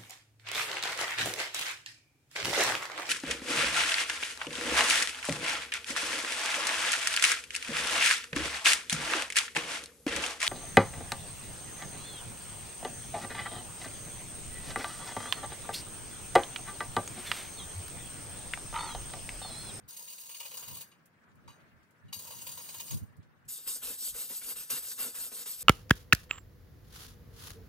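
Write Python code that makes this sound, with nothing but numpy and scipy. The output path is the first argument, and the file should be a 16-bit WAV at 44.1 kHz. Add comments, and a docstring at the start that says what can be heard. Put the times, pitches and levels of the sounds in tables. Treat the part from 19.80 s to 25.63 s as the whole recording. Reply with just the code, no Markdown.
"""In a yard outdoors, a long band-saw blade is worked with a wire brush. First, a few metres away, it is drawn
twice through the brush: shimmering noise swells as teeth catch in bursts, and rings the modes of the free steel.
Then, close up, the brush scrubs it to and fro on a stump: noise strokes with thumps through damped modes.
Shaped noise makes the small ticks, the faint yard hiss, the light wind on the microphone pair and the deep sways
of close handling; gliding sines make two faint squeaks."""
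import sys
import numpy as np
from scipy import signal
from scipy.fft import rfft, irfft
from scipy.io import wavfile
from scipy.ndimage import uniform_filter1d

SR = 44100
rng = np.random.default_rng(int(sys.argv[2]) if len(sys.argv) > 2 else 0)


def generate_wav(signal):
    """Clip the signal to [-1, 1] and save it as 16-bit WAV at the path in sys.argv[1]."""
    frames = np.transpose(np.atleast_2d(signal))
    scaled = np.clip(frames, -1, 1) * 32767
    pcm = np.round(scaled).astype(np.int16)
    wavfile.write(sys.argv[1], SR, pcm)


N = 257103
HZ = np.fft.rfftfreq(N, 1 / SR)
T = np.arange(N) / SR


def gain_of(db):
    """Decibels to gain."""
    return 10 ** (np.asarray(db) / 20)


def evened(x):
    """Scales to rms 1."""
    return x / np.sqrt(np.mean(abs(x) ** 2) + 1e-20)


def colour(points):
    """Gain at every frequency, drawn through (Hz, dB) points on a log frequency axis."""
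    f, db = np.transpose(points)
    return gain_of(np.interp(np.log(HZ + 1), np.log(f + 1), db))


def level(tables, column=1):
    """Gain curve from tables of dB rows, silent outside them."""
    out = np.zeros(N)
    for rows in tables:
        rows = np.array(rows)
        inside = (T >= rows[0, 0]) & (T < rows[-1, 0])
        out[inside] = gain_of(np.interp(T[inside], rows[:, 0], rows[:, column]))
    return uniform_filter1d(out, size=90)  # about 2 ms, against clicks


def flutter(hz, db):
    """Random gain of rms 1 that wavers mostly slower than hz times a second."""
    slow = irfft(rfft(rng.standard_normal(N)) / (1 + (HZ / hz) ** 2), N)
    return evened(gain_of(db * evened(slow)))


def bristles(spread_db):
    """Two dense streams of wire slips, most small, a few large."""
    size = gain_of(spread_db * np.minimum(rng.exponential(1, N), 5))  # a slip reaches both microphones
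    return evened(size * rng.standard_normal((2, N)))


def shimmer(x, narrow_db, broad_db):
    """Thin brief tones and wide patches of colour, as when a contact point travels over wires and modes."""
    hz, _, z = signal.stft(x, SR, nperseg=1024, noverlap=768)
    thin, wide = rng.standard_normal((2,) + z.shape[1:])
    thin = uniform_filter1d(thin, size=9, axis=1)
    thin = evened(uniform_filter1d(thin, size=2, axis=0))
    wide = uniform_filter1d(wide, size=4, axis=1)
    wide = evened(uniform_filter1d(wide, size=30, axis=0))
    depth = (hz / (hz + 900))[:, None]  # the bass stays more even
    z = z * gain_of(depth * (narrow_db * thin + broad_db * wide))
    return evened(signal.istft(z, nperseg=1024, noverlap=768)[1][:, :N])


def bursts(rows, rise_ms, lead_ms, bass_haste):
    """Envelopes of treble, middle and bass for events that rise fast and die away."""
    power, t = np.zeros((3, N + SR)), np.arange(SR // 2) / SR * 1000
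    haste = np.array([[1], [1], [bass_haste]])
    for s, db, middle_db, dying_ms, bass_db in rows:
        shape = (1 - np.exp(-(t / rise_ms) ** 2)) * np.exp(-t / dying_ms * haste)
        peaks = gain_of(db + np.array([[0], [middle_db], [bass_db]]))
        at = round((s - lead_ms / 1000) * SR)
        power[:, at:at + len(t)] += (peaks * shape) ** 2
    return np.sqrt(power[:, :N])


def radiate(slips, drive, splits_hz, modes, ring_db, mid, side, side_db, link, turn):
    """Slips drive broad hiss plus ringing modes; the microphone difference is partly tied to the sum."""
    under_top, under_low = (1 / (1 + (HZ / hz) ** 6) for hz in splits_hz)
    shares = 1 - under_top, under_top - under_low, under_low
    a, b = sum(share * rfft(slips * part) for share, part in zip(shares, drive))
    rings = 0
    for hz, width, db in modes:
        skirt = np.sqrt(2 * hz * HZ / (hz ** 2 + HZ ** 2)) ** 8  # keeps each mode near its pitch
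        rings = rings + gain_of(db + ring_db) * skirt / (1 + 2j * (HZ - hz) / width)
    tied = link * np.exp(1j * turn) * a + np.sqrt(1 - link ** 2) * b  # turn: phase in radians
    scale = 1 / np.sqrt(np.mean(abs(mid + rings) ** 2))
    m = irfft(a * (mid + rings) * scale, N)
    s = irfft(tied * (side + rings) * scale, N) * gain_of(side_db)
    return np.array([m + s, m - s])


def pulls():
    """Two pulls through the brush: rubbing and catches hiss through the free blade, knocks mostly ring it."""
    slips = shimmer(bristles(spread_db=2.5), narrow_db=3.0, broad_db=1.5)
    sound = rfft(brushed_blade(slips)) + rfft(knocks(slips[::-1]))
    notch = 1 - 0.79 * np.exp(-((HZ - 12300) / 330) ** 2)  # one narrow band of the treble stays weak
    return gain_of(-3.5) * irfft(sound * notch, N)


# Teeth catching in the wires. Each row: moment in seconds, drive in dB before the blade's response,
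# weight of the middle in dB, weight of the bass in dB.
CATCHES = [(0.087, -37, -17, -22), (0.106, -37.5, -21, -26), (0.13, -40, -9, -14), (0.168, -34, -3, -11),
           (0.191, -36, -5, -3), (0.225, -36.5, -13, -5), (0.244, -40, -11, -18), (0.278, -38, 6, -14),
           (0.3, -36, -1, -14), (0.33, -36, -3, -19), (0.382, -38.5, 6, -17), (0.411, -37.5, -1, -14),
           (0.459, -38, 1, -16), (0.494, -36.5, 6.5, -0.5), (0.514, -39, 7, -13), (0.546, -36, 8.5, -13),
           (0.566, -40, -2, -22), (0.602, -30.5, 5, -1), (0.63, -37, 8, -4), (0.654, -33, 5, 1),
           (0.713, -41.5, 11, 9.5), (0.739, -36, 5, 1), (0.772, -30, -6, -2), (0.792, -39, 1, -8),
           (0.827, -39, 12, 8), (0.88, -32.5, 4.5, -2.5), (0.911, -38.5, 6, 3), (0.949, -36.5, -1, 1),
           (0.968, -38, -4, 4), (1.011, -32.5, 2.5, -6), (2.336, -33, -6, -6), (2.36, -37, -8, -4),
           (2.392, -32.5, -7, -2), (2.42, -40, -8, -4), (2.449, -42, -1, 5), (2.474, -36, 2, 1.5),
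           (2.506, -36, 5, 6.5), (2.523, -39.5, 6, 8), (2.586, -38, 2, -9), (2.617, -33.5, -3, -2),
           (2.667, -31, 3.5, -0.5), (2.691, -37, 4, 1), (2.717, -32, -5, -9), (2.776, -36, 7, 5.5),
           (2.801, -41, 8, 7), (2.838, -43, 6, -7), (2.889, -35.5, 8.5, 1), (2.943, -32, 1, 0),
           (3, -30, 6, 0), (3.079, -41, 2, 0), (3.109, -30.5, 2.5, -0.5), (3.132, -38.5, 4, 5.5),
           (3.171, -38, -19, -3)]
CATCH_DYING_MS = 13.2


def brushed_blade(slips):
    """Steady rubbing and bursts of catching teeth add in power and drive the blade."""
    rubbing = rubbing_level() * flutter(hz=60.3, db=1.0) * gain_of([[0], [-4], [-5]])
    rows = [(s, db, middle, CATCH_DYING_MS, bass) for s, db, middle, bass in CATCHES]
    catches = bursts(rows, rise_ms=7.2, lead_ms=5.6, bass_haste=0.83)
    drive = np.hypot(rubbing, catches)
    return free_blade(slips, drive, ring_db=6.2, side_db=0.27, link=0.32, turn=0.94)


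# The blade drawn through the brush. Each row: start in seconds, stop in seconds,
# rubbing drive at the start in dB, at the stop in dB, before the blade's response.
PULLS = [(0.079, 1.002, -50, -46), (2.325, 3.15, -47.5, -45.5)]
GRIP_S, LET_GO_DB_PER_S = 0.0097, -215  # the rubbing sets in at once and trails off after the stop


def rubbing_level():
    """Each pull grips, drifts from its first level to its last, and trails off."""
    curves = []
    for start, stop, first_db, last_db in PULLS:
        gone = (stop + .25, last_db + .25 * LET_GO_DB_PER_S)
        curves.append([(start, first_db - 8), (start + GRIP_S, first_db), (stop, last_db), gone])
    return level(curves)


# Knocks on the blade. Each row: moment in seconds, drive in dB before the blade's response,
# weight of the middle in dB, dying time of treble and middle in ms, weight of the bass in dB.
KNOCKS = [(1.115, -58, 13, 22, 8), (1.6775, -50.5, 6.5, 42, 20), (1.8023, -67, 8, 19, 15),
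          (2.2816, -64.5, 11.5, 31, 8), (2.3274, -30, 3, 16, 5)]


def knocks(slips):
    """Light knocks: short bursts drive the blade with its ringing turned up."""
    drive = bursts(KNOCKS, rise_ms=.7, lead_ms=.3, bass_haste=1.9)
    struck = free_blade(slips, drive, ring_db=12.0, side_db=-0.54, link=0.83, turn=1.5)
    blunt = 1 / (1 + (HZ / 9500) ** 4) / (1 + (750 / (HZ + 1)) ** 4)  # duller, without deep bass
    return irfft(rfft(struck) * blunt, N)


# Pitches of the free blade's modes, in Hz.
BLADE_HZ = (505, 953, 1110, 2455, 2900, 3880, 4635, 6270, 6530, 8865, 9700, 10700, 11495, 14180, 15120,
             15240, 15420, 15700)
# The same modes. Each row: width in Hz, strength in dB before the ringing is set.
BLADE = [(40, -19.5), (39.6, -2), (60, -13), (34.6, -11), (83, -4), (60, -7), (110, -4), (30, -11),
         (70.6, -0.5), (59, 2.5), (40, -9), (40, -35), (35.2, 7), (90, -13), (70, 2), (60, 1), (70, -3),
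         (60.4, -17)]
# Colour of the hiss in the sum of the two microphones. Each row: frequency in Hz, relative density in dB.
PULL_SUM = [(180, -46), (300, -30), (502, 3), (735, -9), (942, 2.5), (1430, -16), (2860, -0.5),
            (3270, -2.5), (6450, -1), (7250, -3.5), (9140, 3.5), (10800, -3.5), (11500, -18), (12100, 1.5),
            (15800, -2)]
# Colour of the hiss in their difference. Each row: frequency in Hz, relative density in dB.
PULL_DIFFERENCE = [(180, -46), (300, -21), (825, -11), (942, -5), (1360, -10), (3920, -7.5), (4550, 2.5),
                   (5560, -22.5), (6450, 7.5), (7130, -5), (11700, -0.5), (12300, -22), (15800, 12)]


def free_blade(slips, drive, ring_db, side_db, link, turn):
    """The free steel answers with hiss and with ringing modes."""
    modes = [(hz, *row) for hz, row in zip(BLADE_HZ, BLADE)]
    mid, side = colour(PULL_SUM), colour(PULL_DIFFERENCE)
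    return radiate(slips, drive, (3400, 1500), modes, ring_db, mid, side, side_db, link, turn)


# The brush bumping the blade against the stump. Each row: moment in seconds,
# drive of the middle in dB, drive of the bass in dB, before the response of blade and stump.
THUMPS = [(3.785, -60, -48), (3.87, -44, -46), (3.96, -54, -47), (4.03, -45, -42), (4.105, -42, -38),
          (4.222, -44.5, -47), (4.35, -44, -40), (4.503, -39, -36), (4.624, -49, -45), (4.71, -44, -43),
          (4.765, -47, -46), (4.915, -35, -41), (4.945, -41, -42), (4.975, -54, -45), (5.075, -46.5, -45),
          (5.195, -41, -44), (5.25, -43, -38), (5.275, -45, -39), (5.35, -44, -48), (5.468, -49, -47),
          (5.52, -47.5, -40), (5.605, -45, -45), (5.664, -37, -40)]
# Pitches of the modes of the blade lying on the stump, in Hz.
STUMP_HZ = (250, 472, 2760, 3210, 3733, 4710, 5875, 7175, 7524, 7620, 7932, 8330, 8550, 11480, 11945, 12635)
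# The same modes. Each row: width in Hz, strength in dB before the ringing is set.
STUMP = [(49.4, 4), (40, 3.5), (70, -0.5), (69.5, -16), (25.3, 3.5), (40.2, 3), (30, 1), (30, -43),
         (20, -59), (20, -25), (50, -23), (20, -18), (20, -32), (40, -34), (25, -24), (30, -18)]
# Colour of the hiss in the sum of the two microphones. Each row: frequency in Hz,
# relative density in dB before the top is cut.
SCRUB_SUM = [(88, -51), (150, -14), (251, -1), (334, -5.5), (471, 1), (729, -7), (1500, -2.5), (1960, -7.5),
             (2720, -6), (2930, -6), (6160, -6), (8360, 2.5), (10300, -4.5), (12700, 0.5), (14200, -4.5)]
# Colour of the hiss in their difference. Each row: frequency in Hz, relative density in dB.
SCRUB_DIFFERENCE = [(88, -65), (150, -33), (333, -15), (464, 2), (1070, -9), (1710, 2), (2170, -0.5),
                    (4630, 1.5), (5850, 0), (7250, -27), (9340, -27), (12500, 13), (15800, 12.5)]
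LANDING_DB, LANDING_S = 8.5, 0.023  # the middle is fuller while the wires first land


def scrub():
    """Each stroke hisses through the damped blade; bumps against the stump thump in middle and bass."""
    rows, starts = stroke_levels(), np.array(STROKES)[:, 0]
    since = T - starts[np.maximum(np.searchsorted(starts, T) - 1, 0)]
    landing = gain_of(LANDING_DB * np.exp(-abs(since) / LANDING_S))
    thumps = [(s, 0, middle, 22.0, bass) for s, middle, bass in THUMPS]  # dying over 22 ms
    _, middle_bumps, bass_bumps = bursts(thumps, rise_ms=6.4, lead_ms=8.3, bass_haste=0.92)
    whole = level(rows) * flutter(hz=70, db=0.27)
    middle = whole * level(rows, column=2) * landing * gain_of(9)
    middle = np.hypot(middle, middle_bumps) * flutter(hz=35, db=2.2)
    bass = np.hypot(whole * level(rows, column=3) * gain_of(11.5), bass_bumps)
    slips = shimmer(bristles(spread_db=2.0), narrow_db=4.0, broad_db=1.52)
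    modes = [(hz, *row) for hz, row in zip(STUMP_HZ, STUMP)]
    top_cut = 1 / (1 + (HZ / 14300) ** 120)  # the sum of the two microphones has no hiss above about 14.3 kHz
    mid, side = colour(SCRUB_SUM) * top_cut, colour(SCRUB_DIFFERENCE)
    sound = radiate(slips, (whole, middle, bass), (3300, 800), modes, -5.5, mid, side, -8.5, 0.89, 1.32)
    return gain_of(0.5) * sound * (T > STROKES[0][0])  # silent before the first stroke


# Scrubbing strokes. Each row: start in seconds, rise in ms, first bite in dB, crest in seconds, crest in dB,
# stop in seconds, level at the turn in dB, weight of the middle in dB, weight of the bass in dB.
# All levels and weights are drive, before the response of blade and stump.
STROKES = [(3.679, 10, -44, 3.74, -44, 3.818, -54, -26, -26),
           (3.857, 18, -42, 3.87, -36, 4.0, -53, -22.5, -25),
           (4.018, 14, -42, 4.08, -40, 4.17, -50.5, -15, -19.5),
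           (4.175, 20, -45, 4.265, -37, 4.33, -51, -26, -32),
           (4.343, 16, -44, 4.411, -40.5, 4.48, -49.5, -17, -21),
           (4.495, 14, -43.5, 4.58, -41, 4.605, -50, -19.5, -29),
           (4.615, 20, -46, 4.705, -39.5, 4.75, -52, -16, -17.5),
           (4.757, 10, -42, 4.77, -42, 4.872, -55, -17.5, -21.5),
           (4.894, 10, -38, 4.9, -35, 5.037, -50, -15, -21),
           (5.02, 8, -44, 5.14, -41, 5.158, -51, -18, -23.5),
           (5.18, 15, -41, 5.207, -38, 5.326, -52.5, -11.5, -16.5),
           (5.342, 14, -44, 5.41, -40, 5.505, -53.5, -16, -23),
           (5.512, 18, -46, 5.59, -42.5, 5.652, -51, -16, -20.5),
           (5.658, 6, -42, 5.72, -43, 5.77, -49, -16.5, -25),
           (5.79, 16, -47, 5.8, -42, 5.95, -50, -22.5, -21)]
TURN_THINS_DB = -4.5  # bass at both turns, middle at the closing one
SAG_DB_PER_S, LIFT_S = -60, 0.035  # sag after the crest, fall into the turn
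CREEP_DB = 2.5  # the wires creep louder while the brush rests at the turn


def stroke_levels():
    """Rows of bristle level, middle and bass weight: bite, crest, sag, then the fall into the turn."""
    rows, before_db, thin = [], -62, TURN_THINS_DB
    for row, following in zip(STROKES, list(STROKES[1:]) + [[np.inf]]):
        start, rise_ms, bite_db, crest, crest_db, stop, turn_db, middle_db, bass_db = row
        bite, stop = start + rise_ms / 1000, min(stop, following[0])
        lift = max(stop - LIFT_S, bite)
        crest = np.clip(crest, bite, lift)
        sagged_db = crest_db + SAG_DB_PER_S * (lift - crest)
        rows += [(start, before_db, middle_db, bass_db + thin),
                 (bite, bite_db, middle_db, bass_db),
                 (crest, crest_db, middle_db, bass_db),
                 (lift, sagged_db, middle_db, bass_db),
                 (stop, turn_db, middle_db + thin, bass_db + thin)]
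        before_db = turn_db + CREEP_DB * min((following[0] - stop) / .02, 1)
    return [rows]


# Faint squeaks of the flexing blade. Each row: start in seconds, length in seconds,
# level in dB before flutter and panning, first pitch in Hz, last pitch in Hz.
SQUEAKS = [(1.705, 0.055, -66, 3980, 3800), (1.715, 0.065, -74, 6250, 6150)]


def squeaks():
    """Thin tones that slide down a little, slightly rough."""
    out = np.zeros(N)
    for s, length, db, first_hz, last_hz in SQUEAKS:
        u = np.clip((T - s) / length, 0, 1)
        turns = np.cumsum(first_hz + (last_hz - first_hz) * u) / SR
        swell = np.sin(np.pi * u ** .6)
        out += gain_of(db) * swell * np.sin(2 * np.pi * turns)
    return out * flutter(hz=80, db=2.5) * gain_of([[1.5], [-1.5]])


# Dry ticks of grit and gloves. Each row: start in seconds, relative level in dB,
# centre in Hz, time to fall by 60 dB in seconds.
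TICKS = [(1.2553, -43.5, 10400, 0.077), (1.4344, -56, 3940, 0.098), (1.512, -53, 3110, 0.079),
         (1.5524, -53, 13400, 0.079), (1.7594, -71, 3710, 0.11), (2.0283, -54, 4430, 0.13),
         (2.0694, -66, 4260, 0.11), (2.1056, -50, 9800, 0.069), (3.365, -51, 10300, 0.087),
         (3.4257, -48.5, 3500, 0.099), (3.6494, -55, 8850, 0.11)]


def ticks():
    """Short puffs of noise around a broad centre."""
    out, t = np.zeros((2, N)), np.arange(8192) / SR
    around = np.fft.rfftfreq(len(t), 1 / SR) + 1
    for s, db, hz, t60 in TICKS:
        envelope = np.minimum(t / 0.0041, 1) * gain_of(db - 12.0 - 60 * t / t60)
        puff = rng.standard_normal((2, len(t))) * envelope
        at = round(s * SR)
        out[:, at:at + len(t)] += irfft(rfft(puff) * np.exp(-(np.log(around / hz) / 0.86) ** 2))
    return out


# Colour of the yard hiss. Each row: frequency in Hz, relative density in dB.
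YARD = [(88, -21), (150, -1.5), (221, -2.5), (285, -8), (801, -12), (1360, -8.5), (1680, -8), (3200, -24),
        (7530, -34), (9900, -34), (12300, -36.5), (13500, -37), (15800, -30.5)]
# Its course. Each row: time in seconds, level in dB before the trim, weight of the bass in dB.
YARD_DB = [(0.0, -67.5, 5), (0.2, -71.5, 1), (0.57, -70.5, -3.5), (0.8, -64.5, -0.5), (1.33, -71, 3.5),
           (1.79, -65.5, 3), (2.05, -70, 3), (2.95, -65, 3.5), (3.44, -70.5, 5), (3.68, -70, -0.5),
           (5.83, -71.5, 0)]


def yard():
    """A distant, smooth and wide hiss, more central in the bass."""
    bass = 1 / (1 + (HZ / 550) ** 4)
    noise = rfft(shimmer(rng.standard_normal((2, N)), narrow_db=2.5, broad_db=3.0)) * colour(YARD)
    low, high = irfft(noise * bass, N), irfft(noise * (1 - bass), N)
    low = low * level([YARD_DB], column=2) * np.array([[1], [.45]])
    mid, side = (high + low) / high.std()
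    return gain_of(-2.5) * level([YARD_DB]) * np.array([1.14 * (mid + side), mid - side])


# Colour of the low rumble. Each row: frequency in Hz, density in dB before the deep end is cut.
RUMBLE = [(12, -69), (20, -32), (43, -30.5), (78, -6.5), (108, -4.5), (187, -15), (220, -17.5), (414, -35),
          (500, -40), (650, -60), (1100, -120)]


def wind_and_handling():
    """Lumpy low rumble, partly opposite in the two microphones, over a deeper sway."""
    lumps = rng.standard_normal((3, N)) * flutter(hz=12, db=1.8)
    mid, side = irfft(rfft(lumps[:2]) * colour(RUMBLE) * np.exp(-(55 / (HZ + 1)) ** 2), N)
    deep = irfft(rfft(lumps[2]) * np.exp(-(np.log((HZ + 1) / 44) / .42) ** 2), N)
    rumble, sway, opposite = swell_levels()
    mid = rumble * evened(mid) + sway * evened(deep)
    side = opposite * evened(side) + 0.094 * mid
    return np.array([mid + side, mid - side])


# Low swells: puffs of wind, and from about 4 s deep sways from handling close up. 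Each row: middle in seconds,
# half length in seconds, peak in dB, weight of the deepest part in dB,
# weight of the part opposite in the two microphones in dB.
SWELLS = [(0.053, 0.045, -63, -12, -4), (0.925, 0.062, -54.5, -30, -1), (1.572, 0.047, -62.5, -27, 3),
          (1.684, 0.034, -57, -28, 5), (1.97, 0.06, -67.5, -20, 1), (2.28, 0.04, -60, -25, 8.5),
          (2.38, 0.03, -57, -34, -3), (2.595, 0.086, -64.5, -33, 5), (2.762, 0.068, -70, -24, 4),
          (2.98, 0.04, -69, -28, -9), (3.151, 0.033, -47.5, -33, 13), (3.23, 0.022, -47, -37, 5),
          (3.3, 0.02, -62, -25, 6), (3.395, 0.022, -53, -39, 0), (3.666, 0.04, -64.5, -10, -1),
          (4.05, 0.07, -79, 13, 2), (4.123, 0.05, -72, 2, -5), (4.33, 0.047, -72, 8, -9),
          (4.66, 0.04, -74, 2, -8), (4.72, 0.04, -69, -20, -10), (4.802, 0.035, -73, 4, -6),
          (4.942, 0.037, -60, -30, -21), (5.07, 0.06, -78, 7, -10), (5.243, 0.036, -66, -23, -16),
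          (5.404, 0.059, -71, -10, -11), (5.796, 0.094, -71, -1, -10)]
# Breeze between the swells. Each row: time in seconds, level in dB,
# weight of the part opposite in the two microphones in dB.
BREEZE = [(0.0, -88, 2), (0.35, -90, 2), (0.6, -79, -3), (1.3, -77.5, -4), (1.85, -75, 4), (2.15, -76, -6),
          (2.5, -70.5, 6), (3.0, -72, 4), (3.45, -70, 9), (3.7, -76, 4), (3.8, -80, -4), (4.5, -77.5, -10),
          (5.83, -78.5, -9)]
BREEZE_DEEP_DB = -20


def swell_levels():
    """Level of the rumble, of its deepest part and of its opposite part: bell-shaped swells over a breeze."""
    weights = np.array([np.ones(N), gain_of(BREEZE_DEEP_DB) * np.ones(N), level([BREEZE], column=2)])
    power = (level([BREEZE]) * weights) ** 2
    for s, half, db, deep_db, opposite_db in SWELLS:
        bell = np.exp(-((T - s) / half) ** 2)
        power = power + (gain_of([[db], [db + deep_db], [db + opposite_db]]) * bell) ** 2
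    return np.sqrt(power)


def scene():
    """All sources."""
    return pulls() + scrub() + squeaks() + ticks() + yard() + wind_and_handling()


EDGE_HZ = 15780


def record(dry):
    """The band limit: a steep low-pass closes the treble at EDGE_HZ."""
    lowpass = signal.firwin(801, EDGE_HZ, window=("kaiser", 9), fs=SR)
    return signal.oaconvolve(dry, lowpass[None], "same")


dry = scene()
out = record(dry)
generate_wav(out)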